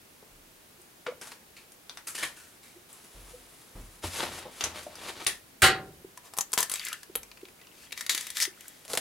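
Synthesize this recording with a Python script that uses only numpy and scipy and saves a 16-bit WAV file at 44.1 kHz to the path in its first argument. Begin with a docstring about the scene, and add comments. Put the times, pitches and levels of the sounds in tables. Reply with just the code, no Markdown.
"""Cracking an egg in a quiet kitchen

Out of sight, probably as an egg is fetched, things scrape, click and bump, and something claps shut.
Then, right over a plastic bowl of batter, the shell snaps open, drains with soft plops and is crumpled,
and a wire whisk is lifted. Snaps and scrapes are shaped noise with a resonance; plops and bubbles are
short sine tones. Bowl and room answer most sounds with fading noise, over a steady room murmur.
"""
import sys
import numpy as np
from scipy import signal
from scipy.fft import rfft, irfft
from scipy.io import wavfile

SR = 44100
rng = np.random.default_rng(int(sys.argv[2]) if len(sys.argv) > 2 else 0)


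def materialize(psi):
    """Save the field psi as 16-bit PCM at rate SR to the path in sys.argv[1].

    A 1-D psi becomes a single channel; in a 2-D psi each row is a channel.
    """
    bounded = np.clip(np.atleast_2d(psi).T, -1, 1)
    quanta = np.round(bounded * 32767).astype(np.int16)
    wavfile.write(sys.argv[1], SR, quanta)


N = 397295

# Levels in the event tables are relative: each layer is balanced again when it is mixed.
# A t60 is the time a sound takes to fall by 60 dB.

# brittle snaps of the shell: (time [s], level [dB], treble [dB])
SHELL_SNAPS = [(6.1746, -36.5, 3), (6.3367, -36.5, 3), (6.3682, -35, 9), (6.375, -29, 13), (6.386, -18, 4),
               (6.519, -36, 13), (6.5313, -21, 7), (6.536, -18.5, 10), (6.577, -15.5, -1),
               (6.5857, -19.5, 8), (6.6047, -18, 16), (6.6284, -18.5, 7), (6.6969, -26, 6.5),
               (6.757, -27.5, 3), (6.7952, -29, -5), (6.8505, -28.5, 18), (6.8669, -29, -8),
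               (6.8846, -30, 8), (6.929, -25.5, -1), (7.0315, -38, 2), (7.1542, -30, -10),
               (7.2316, -38, 3.5), (7.413, -50, -10), (7.9217, -33, -2), (7.9255, -29, -5),
               (7.976, -30.5, 1), (8.0089, -26, -0.5), (8.064, -28.5, -1), (8.0944, -18.5, -4),
               (8.1481, -21.5, 2), (8.1771, -23, -1.5), (8.2096, -28.5, 0), (8.2685, -30.5, 3),
               (8.3027, -28.5, 4.5), (8.3697, -23, 0), (8.4017, -21, 2), (8.4519, -24, -1),
               (8.608, -39.5, 5), (8.681, -36, 15)]
# chips that break free and ring far above the hollow: (time [s], t60 [s], level [dB], pitch [Hz])
SHELL_CHIPS = [(6.4081, 0.036, -21, 6900), (6.716, 0.025, -23, 10500), (6.7385, 0.0054, -17.5, 8100),
               (7.1543, 0.0017, -16.5, 11900), (7.159, 0.0042, -16, 12300)]
# shell crumbling under the thumbs: (time [s], rise [s], t60 [s], level [dB], resonance [Hz])
SHELL_CRUNCHES = [(6.229, 0.034, 0.17, -52, 1000), (6.579, 0.0077, 0.22, -27.5, 1000),
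                  (6.691, 0.05, 0.5, -41, 1150), (6.8, 0.06, 0.44, -42.5, 2680),
                  (7.7, 0.15, 0.16, -54, 2580), (7.95, 0.045, 0.3, -43, 2120),
                  (8.094, 0.001, 0.18, -23.5, 3920), (8.14, 0.027, 0.71, -39, 1970),
                  (8.341, 0.041, 0.13, -33.5, 2000), (8.398, 0.028, 0.11, -22.5, 5300),
                  (8.5, 0.15, 2.1, -57, 1860)]
# egg white tearing into tiny bubbles: (start [s], end [s], level [dB])
EGG_WHITE_TEARS = [(6.57, 6.632, -36), (6.695, 6.769, -42), (6.775, 6.873, -30.5), (6.862, 6.944, -31.5),
                   (7.584, 7.921, -45), (8.455, 8.672, -44.5)]
# tone colour of the shell: (frequency [Hz], level [dB])
SHELL_COLOUR = [(60, -13), (250, -7), (500, -2), (900, -0.5), (2500, -1.5), (6000, 0), (11000, -2.5),
                (13000, -7), (16000, -17)]
# faint ticks scattered over this time, and their middle level and range
TICKS_FROM_S, TICKS_TO_S, TICK_DB, TICK_SPREAD_DB = 6.65, 8.7, -44.5, 8
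BUBBLE_SPREAD = 2.1  # ratio of the highest to the lowest starting pitch


def eggshell():
    """Brittle shell snaps, chips and crumbles; wet bubbles glide up in pitch as they burst."""
    out = np.zeros(N)
    for s, db, treble_db in SHELL_SNAPS:
        add(out, s, snap(s, db, treble_db))
    for when, strength in rng.random(size=(14, 2)):
        s = TICKS_FROM_S + when * (TICKS_TO_S - TICKS_FROM_S)
        tick_db = TICK_DB + TICK_SPREAD_DB * (strength - .5)
        add(out, s, snap(s, tick_db, treble_db=-10))
    for s, t60, db, hz in SHELL_CHIPS:
        add(out, s, burst(0.00036, t60, db, body_db=-2, treble_db=3, material=SHELL_COLOUR,
                          grain_db=-4.0, hollow_hz=hz, ring_db=9.5))
    for s, rise, t60, db, hz in SHELL_CRUNCHES:
        body_db = hollow(s + rise)[1]
        add(out, s, burst(rise, t60, db, body_db, treble_db=0.0, material=SHELL_COLOUR,
                          grain_db=3.0, hollow_hz=hz, ring_db=4.5))
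    for start, end, db in EGG_WHITE_TEARS:
        for when, size, strength in rng.random((20, 3)):
            s = start + when * (end - start)
            hz = hollow(s)[0] * BUBBLE_SPREAD ** (size - .5)
            add(out, s, bubble(hz, db + 3.9 * (strength - 2.0)))
    return undb(1.0) * space(out, bowl_db=-8.5, room_db=-17.5, pan_db=2.4)


def snap(s, db, treble_db):
    """One fracture rings the hollow as it is at that moment."""
    hz, body_db = hollow(s)
    return burst(0.00015, 0.021, db, body_db, treble_db, SHELL_COLOUR,
                 grain_db=1.0, hollow_hz=hz, ring_db=5.5)


# the shell's hollow as it is opened, drained and crushed: (time [s], pitch [Hz], body [dB])
SHELL_OPENING_STAGES = [(6.35, 1020, 4), (6.62, 966, -2.5), (6.71, 1220, -9), (6.79, 2640, -14),
                        (6.94, 1590, -11), (7.15, 1790, 5.5), (7.25, 2440, 0), (7.65, 2750, -4),
                        (8.0, 1990, -10), (8.45, 1960, -15.5)]


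def hollow(s):
    """Pitch (Hz) and body (dB) of the shell's hollow at time s."""
    times, hz, body_db = np.transpose(SHELL_OPENING_STAGES)
    return np.interp(s, times, hz), np.interp(s, times, body_db)


def bubble(hz, db):
    """A tiny bubble rings as a short tone that glides up."""
    t = seconds(.03)
    life = 26 / hz  # t60 in seconds: higher bubbles die sooner
    cycles = hz * t * (1 + 0.07 * t / life)
    return undb(db) * envelope(t, 0.00068, life) * np.sin(2 * np.pi * cycles)


# whisk wires tapping the bowl: (time [s], level [dB])
WIRE_TAPS = [(8.8507, -32.5), (8.88, -31), (8.9008, -26), (8.9336, -14.5), (8.9513, -19), (8.974, -9)]
# tone colour of the whisk wire: (frequency [Hz], level [dB])
WIRE_COLOUR = [(60, -8), (250, 1), (550, 7.5), (1200, 2.5), (2500, 0.5), (4200, 3), (6000, -2.5),
               (11000, -4), (16000, -22)]
# the buzz after each tap; its level is relative to the tap
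WIRE_BUZZ_LAG_S, WIRE_BUZZ_T60_S, WIRE_BUZZ_DB = 0.0025, 0.062, -13


def whisk():
    """Each wire ticks on the bowl and buzzes briefly, while sticky batter lets go of it."""
    out = np.zeros(N)
    for s, db in WIRE_TAPS:
        add(out, s, burst(0, 0.0038, db, body_db=-9, treble_db=3.0, material=WIRE_COLOUR, grain_db=16.0))
        buzz = burst(0, WIRE_BUZZ_T60_S, db + WIRE_BUZZ_DB, body_db=3.5, treble_db=6.5,
                     material=WIRE_COLOUR, grain_db=5.0)
        add(out, s + WIRE_BUZZ_LAG_S, buzz)
    # the batter letting go
    add(out, 8.88, burst(0.032, 0.58, db=-37.5, body_db=5.5, treble_db=8.5,
                         material=WIRE_COLOUR, grain_db=3.0))
    # the plastic wall answers two taps with a short hollow knock
    t = seconds(.2)
    for s, hz, db in [(8.937, 474, -24), (8.975, 378, -31)]:
        add(out, s, undb(db) * envelope(t, 0.00067, 0.04) * np.sin(2 * np.pi * hz * t))
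    return undb(-1.5) * space(out, bowl_db=-15, room_db=-14.0, pan_db=0.5)


# small hard things handled further off: (time [s], level [dB], treble [dB], resonance [Hz])
HARD_CLICKS = [(0.8164, -49, 10, 9000), (1.2133, -37, -1, 5340), (1.7195, -46, 6, 9000),
               (1.8956, -32.5, -10, 3460), (1.973, -34, -7, 3540), (2.9294, -42, 21, 8400),
               (4.6086, -22, -8, 3230), (4.639, -18.5, -0.5, 6240), (4.9543, -39, 3, 4950),
               (5.2651, -19, -11, 2250), (5.2686, -15.5, 8, 3740)]
# dull bumps further off: (time [s], t60 [s], level [dB], resonance [Hz])
DULL_BUMPS = [(0.224, 0.046, -50, 490), (1.062, 0.11, -32, 1240), (4.037, 0.049, -31, 690),
              (4.451, 0.14, -41.5, 476), (4.864, 0.057, -37.5, 620)]
# things pushed a short way that slide to rest:
# (time [s], t60 [s], level [dB], treble [dB], resonance [Hz])
SHORT_SCRAPES = [(1.211, 0.37, -46.5, 0.5, 890), (1.265, 0.14, -47.5, 1, 805),
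                 (1.311, 0.11, -45, -3.5, 962), (1.56, 0.23, -51.5, -2, 2420), (2.068, 0.2, -37, 8.5, 1380),
                 (2.146, 0.11, -36.5, 5.5, 2600), (2.175, 0.4, -38, 0, 1730), (2.224, 0.13, -29, -2, 1850),
                 (2.36, 0.78, -53.5, 4, 1490), (2.627, 0.61, -56.5, 3, 2160),
                 (5.266, 0.21, -33.5, 0.5, 1870)]
# a faint high hiss before the rummaging: (time [s], level [dB])
FAINT_HISS = [(2.89, -58.5), (2.96, -59), (3.3, -59.5), (3.6, -62.5), (4.0, -63)]
# tone colour of the handled things: (frequency [Hz], level [dB])
HANDLING_COLOUR = [(40, -8.5), (150, -4), (400, 0), (900, 2), (2500, 2), (6000, 0.5), (11000, 0),
                   (13000, -9), (16000, -20)]


def handling():
    """Clicks, bumps, scrapes and rummaging across the kitchen, with much of the room in them."""
    clicks, scrapes = np.zeros(N), np.zeros(N)
    for s, db, treble_db, hz in HARD_CLICKS:
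        add(clicks, s, burst(0, 0.011, db, body_db=-4, treble_db=treble_db, material=HANDLING_COLOUR,
                             grain_db=6.5, hollow_hz=hz, ring_db=2))
    for s, t60, db, hz in DULL_BUMPS:
        add(scrapes, s, knock(t60, db, hz))
    for s, t60, db, treble_db, hz in SHORT_SCRAPES:
        add(scrapes, s, burst(0.0076, t60, db, body_db=-1.0, treble_db=treble_db,
                              material=HANDLING_COLOUR, grain_db=3.0, hollow_hz=hz, ring_db=6))
    scrapes += rummage()
    scrapes += rub(FAINT_HISS, db=-0.5, body_db=5, treble_db=0.0, grain_db=2,
                   hollow_hz=10400, ring_db=-3.0)
    near_clicks = undb(4.0) * space(clicks, bowl_db=-2, room_db=-7.5, pan_db=2.0)
    return near_clicks + undb(3.5) * space(scrapes, bowl_db=-12.5, room_db=-9.5, pan_db=1.4)


def knock(t60, db, hz):
    """A dull, well damped bump that thins out below and above its resonance."""
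    body_db = 16.5 - 7.5 * np.log2(hz / 500)  # higher bumps have less body, by 7.5 dB an octave
    x = burst(0.0046, t60, db, body_db, treble_db=0.5, material=HANDLING_COLOUR,
              grain_db=3.0, hollow_hz=hz, ring_db=3.5)
    band = signal.butter(2, [0.14 * hz, 2.7 * hz], "band", fs=SR, output="sos")
    return signal.sosfilt(band, x)


# rummaging in two long strokes: (time [s], level of the dull rub [dB], level of the rustle [dB])
RUMMAGE_STROKES = [
    [(4.02, -56, -56), (4.04, -37, -38), (4.1, -52.5, -45), (4.164, -38, -35), (4.246, -32, -43),
     (4.298, -46, -51), (4.39, -43.5, -44.5), (4.48, -54.5, -82), (4.514, -55.5, -56), (4.6, -50, -45)],
    [(4.66, -37.5, -52), (4.734, -51.5, -68), (4.76, -40, -45), (4.862, -59, -51.5), (4.868, -64, -50),
     (4.92, -53, -62.5), (5.098, -41, -43.5), (5.146, -53.5, -56), (5.204, -40, -65), (5.25, -53.5, -38)],
]


def rummage():
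    """A dull rubbing with a brighter rustle on top of it."""
    times, body, treble = np.vstack(RUMMAGE_STROKES).T
    dull = rub(np.c_[times, body], db=-3.5, body_db=4.5, treble_db=-10, grain_db=4,
               hollow_hz=833, ring_db=-11)
    return dull + rub(np.c_[times, treble], db=-5.0, body_db=-8, treble_db=0.5, grain_db=2)


CATCHES_PER_S, CATCH_DB = 70, 2.2  # how often a rub catches, and how unevenly


def rub(curve, db, body_db, treble_db, grain_db, hollow_hz=0, ring_db=0):
    """A handled thing follows a (time, level) curve, catching and slipping unevenly on the way."""
    times, levels = np.transpose(curve)
    t = seconds(times[-1] - times[0])
    catches = rng.standard_normal(int(t[-1] * CATCHES_PER_S) + 2)
    uneven_db = CATCH_DB * np.interp(t * CATCHES_PER_S, np.arange(len(catches)), catches)
    shape = undb(db + uneven_db + np.interp(times[0] + t, times, levels))
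    out = np.zeros(N)
    add(out, times[0], grains(shape, body_db, treble_db, HANDLING_COLOUR, grain_db, hollow_hz, ring_db))
    return out


# a lid or door claps shut and chatters: (time [s], level [dB])
CLAP_BLOWS = [(5.6199, 6), (5.628, 3), (5.639, 2.5), (5.649, -4), (5.662, -1), (5.671, -11), (5.678, -16)]
# its clearest ringing tones: (frequency [Hz], level [dB])
CLAP_TONES = [(576.0, -53), (764.4, -39.5), (909.8, -50), (1039, -52), (1130, -40.5), (1384, -52),
              (1626, -40.5), (1712, -42), (1793, -53), (1976, -53), (2336, -65), (2406, -71), (2552, -82),
              (2735, -47.5), (2853, -47), (2961, -38), (3074, -41), (3235, -54), (3289, -64), (3418, -55),
              (3531, -97), (3903, -42), (4043, -63), (4091, -54), (4382, -48), (4441, -44), (4640, -59),
              (4840, -52), (8651, -57), (8829, -56)]
# tone colour of each blow: (frequency [Hz], level [dB])
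CLAP_BLOW_COLOUR = [(30, -19), (70, -18.5), (150, -10), (260, -13.5), (450, -4), (750, -13), (1050, -7.5),
                    (1350, -0.5), (1800, 0), (2400, -3), (3200, -4.5), (4500, -6), (5500, -12.5),
                    (8800, -5.5), (16000, -20)]
# how long the panel rings: (frequency [Hz], t60 [s])
CLAP_DECAY = [(100, 0.82), (400, 0.63), (1000, 0.34), (3000, 0.21), (4500, 0.25), (6000, 0.16),
              (14000, 0.076)]


def clap():
    """A few quick blows shake the panel's dense modes; its clearest modes build up and ring on."""
    t, out = seconds(1), np.zeros(N)
    for s, db in CLAP_BLOWS:
        blow = unit(colour(dense_ring(CLAP_DECAY), CLAP_BLOW_COLOUR))
        add(out, s, undb(db + 8.0) * blow)
    modes = np.zeros(len(t))
    for hz, db in CLAP_TONES:
        fade = unit(envelope(t, .022, .95 * lookup(CLAP_DECAY, hz)))
        modes += undb(db) * fade * np.sin(2 * np.pi * (hz * t + rng.random()))
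    add(out, CLAP_BLOWS[0][0], undb(13) * unit(modes))
    return space(out, bowl_db=-5.5, room_db=-15, pan_db=-0.4)


# soft hollow plops: (time [s], pitch [Hz], level [dB], t60 [s])
SOFT_PLOPS = [(0.778, 353, -51, 0.075), (1.077, 491, -25, 0.053), (1.118, 570, -40, 0.027),
              (2.755, 352, -46, 0.062), (3.331, 496, -39.5, 0.066), (6.044, 387, -34, 0.022),
              (7.095, 374, -38.5, 0.023), (7.155, 467, -32, 0.022), (7.429, 384, -34, 0.023),
              (8.145, 322, -42, 0.02), (8.474, 375, -36.5, 0.026)]
PLOP_RISE_SHARE = 0.26  # swelling time as a share of the t60


def plops():
    """Small pockets of air swell and ring for a few cycles."""
    t, out = seconds(.5), np.zeros(N)
    for s, hz, db, t60 in SOFT_PLOPS:
        add(out, s, undb(db) * envelope(t, PLOP_RISE_SHARE * t60, t60) * np.sin(2 * np.pi * hz * t))
    return space(out, bowl_db=-17, room_db=-16, pan_db=0)


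# dull thuds through floor and counter: (time [s], pitch [Hz], level [dB], t60 [s])
DULL_THUDS = [(0.306, 30.5, -54, 0.97), (3.145, 42.6, -44, 0.85), (3.75, 38.6, -36.5, 0.53),
              (4.04, 86.5, -34, 0.34), (4.25, 82.7, -49.5, 0.82), (4.631, 80.7, -47.5, 1),
              (4.999, 86.3, -59, 0.99), (5.622, 81, -25.5, 0.16), (7.153, 47.7, -55.5, 0.61)]


def thuds():
    """The counter sways at a low pitch, with a little rumble around it."""
    t, out = seconds(0.47), np.zeros(N)
    rumble_colour = [(25, -22), (70, -3), (130, -12.5), (400, -19.5), (1200, -28.5), (4000, -43.0)]
    for s, hz, db, t60 in DULL_THUDS:
        rumble = colour(rng.standard_normal(len(t)), rumble_colour)
        sway = np.sin(2 * np.pi * hz * t)
        add(out, s, undb(db) * envelope(t, 0.0086, t60) * (sway + 0.44 * rumble / rumble.std()))
    return out


# tone colour of the room's murmur: (frequency [Hz], level [dB])
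MURMUR_COLOUR = [(25, -5), (60, -3.5), (200, 0), (350, -1), (600, -5), (1200, -8.5), (2500, -10),
                 (5000, -12.5), (8000, -13), (11000, -11.5), (13500, -14.5), (16000, -14.5)]
MURMUR_DB = -57.2  # the part shared by both ears


def quiet():
    """Steady noise: a low room murmur much alike in both ears, under a wider hiss."""
    mid, side = (colour(rng.standard_normal(N), MURMUR_COLOUR, size=8192) for _ in range(2))
    side = colour(side, [(60, -18), (300, -4.5), (1500, 1), (8000, -3.5)])
    return undb(MURMUR_DB) / mid.std() * np.array([mid + side, mid - side])


# how long the bowl and counter answer: (frequency [Hz], t60 [s])
BOWL_DECAY = [(200, 0.051), (1500, 0.19), (5000, 0.079), (15000, 0.095)]
# how long the room answers: (frequency [Hz], t60 [s])
ROOM_DECAY = [(100, 0.93), (500, 0.28), (2000, 0.23), (8000, 0.21), (15000, 0.24)]


def space(x, bowl_db, room_db, pan_db):
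    """Direct sound, quick reflections from bowl and counter, then the room; wider towards the treble."""
    def echoes():
        """Bowl and room answers, each swelling quickly and then fading."""
        near = dense_ring(BOWL_DECAY) * np.minimum(seconds(1) / 0.00054, 1)
        far = dense_ring(ROOM_DECAY) * np.minimum(seconds(1) / 0.017, 1)
        return undb(bowl_db) * unit(near) + undb(room_db) * unit(far)
    mid = echoes()
    mid[0] += 1  # the direct sound
    # a very short scatter makes the two ears differ a little
    scatter = undb(-15) * unit(rng.standard_normal(len(mid)) * envelope(seconds(1), 0, 0.011))
    side = colour(echoes() + scatter, [(60, -18), (300, -12.5), (1500, -5), (5000, -1), (12000, 2.5)])
    ears = [undb(pan_db / 2) * (mid + side), undb(-pan_db / 2) * (mid - side)]
    return np.array([signal.fftconvolve(x, ear)[:N] for ear in ears]) / np.sqrt(np.sum(mid ** 2))


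def dense_ring(t60s, count=16):
    """Countless overlapping modes: noise whose bands each die at their own rate."""
    t = seconds(1)
    noise, f = rfft(rng.standard_normal(len(t))), np.fft.rfftfreq(len(t), 1 / SR)
    centres = np.geomspace(60, 16000, count)
    ring = np.zeros(len(t))
    for hz, band in zip(centres, np.eye(count)):
        band_noise = irfft(noise * lookup(np.c_[centres, band], f), len(t))
        ring += band_noise * envelope(t, 0, lookup(t60s, hz))
    return ring


def burst(rise, t60, db, body_db, treble_db, material, grain_db, hollow_hz=0, ring_db=0):
    """Grains that swell and die away."""
    shape = envelope(seconds(rise + t60 + .02), rise, t60)
    return undb(db) * grains(shape, body_db, treble_db, material, grain_db, hollow_hz, ring_db)


def grains(shape, body_db, treble_db, material, grain_db, hollow_hz, ring_db):
    """Tiny fractures or slips of uneven size, coloured by the material and its resonance."""
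    # each grain keeps its random size for 20 samples
    steps = np.repeat(rng.standard_normal(len(shape) // 20 + 1), 20)[:len(shape)]
    sizes = undb(grain_db * np.clip(steps, -2, 2))
    x = shape * sizes * rng.standard_normal(len(shape))
    if hollow_hz:
        # a main resonance and a weaker overtone
        main = signal.lfilter(*signal.iirpeak(hollow_hz, 6.0, SR), x)
        overtone_hz = min(1.765 * hollow_hz, SR / 2 - 1000)
        overtone = signal.lfilter(*signal.iirpeak(overtone_hz, 12.0, SR), x)
        x = x + undb(ring_db) * (main + .5 * overtone)
    x = colour(x, material)
    x = colour(x, [(800, body_db), (1800, 0.0047), (3800, 0), (8000, treble_db)])
    return unit(x) * np.sqrt(np.sum(shape ** 2))


def envelope(t, rise, t60):
    """Straight rise, then exponential decay by 60 dB in t60 seconds."""
    swell = np.minimum((t + 1 / SR) / max(rise, 1 / SR), 1)
    return swell * np.exp(-np.log(1000) * np.maximum(t - rise, 0) / t60)


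def colour(x, points, size=2048):
    """Filter that reacts only after its input, with the given (Hz, dB) response."""
    cepstrum = irfft(np.log(undb(lookup(points, np.fft.rfftfreq(size, 1 / SR)))))
    # folding the cepstrum forward gives minimum phase: no sound before the cause
    cepstrum[1:size // 2] *= 2
    cepstrum[size // 2 + 1:] = 0
    return signal.fftconvolve(x, irfft(np.exp(rfft(cepstrum))))[:len(x)]


def lookup(points, hz):
    """Read (Hz, value) points on a log-frequency axis."""
    f, value = np.transpose(points)
    return np.interp(np.log(np.maximum(hz, 1)), np.log(f), value)


def undb(db):
    """Decibels to gain."""
    return 10 ** (np.asarray(db) / 20)


def seconds(length):
    """Time axis of the given length."""
    return np.arange(int(length * SR)) / SR


def unit(x):
    """Scale to an energy of one."""
    return x / np.sqrt(np.sum(x ** 2))


def add(track, s, sound):
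    """Mix a sound into a track at time s."""
    i = int(s * SR)
    track[i:i + len(sound)] += sound[:len(track) - i]


def scene():
    """Everything in the kitchen."""
    return eggshell() + whisk() + handling() + clap() + plops() + thuds() + quiet()


def record(dry):
    """Cut the deepest bass gently and the very top steeply."""
    dry = signal.sosfilt(signal.butter(2, 28, "high", fs=SR, output="sos"), dry)
    return signal.sosfilt(signal.ellip(10, .2, 70, 15850, fs=SR, output="sos"), dry)


dry = scene()
out = record(dry)
materialize(out)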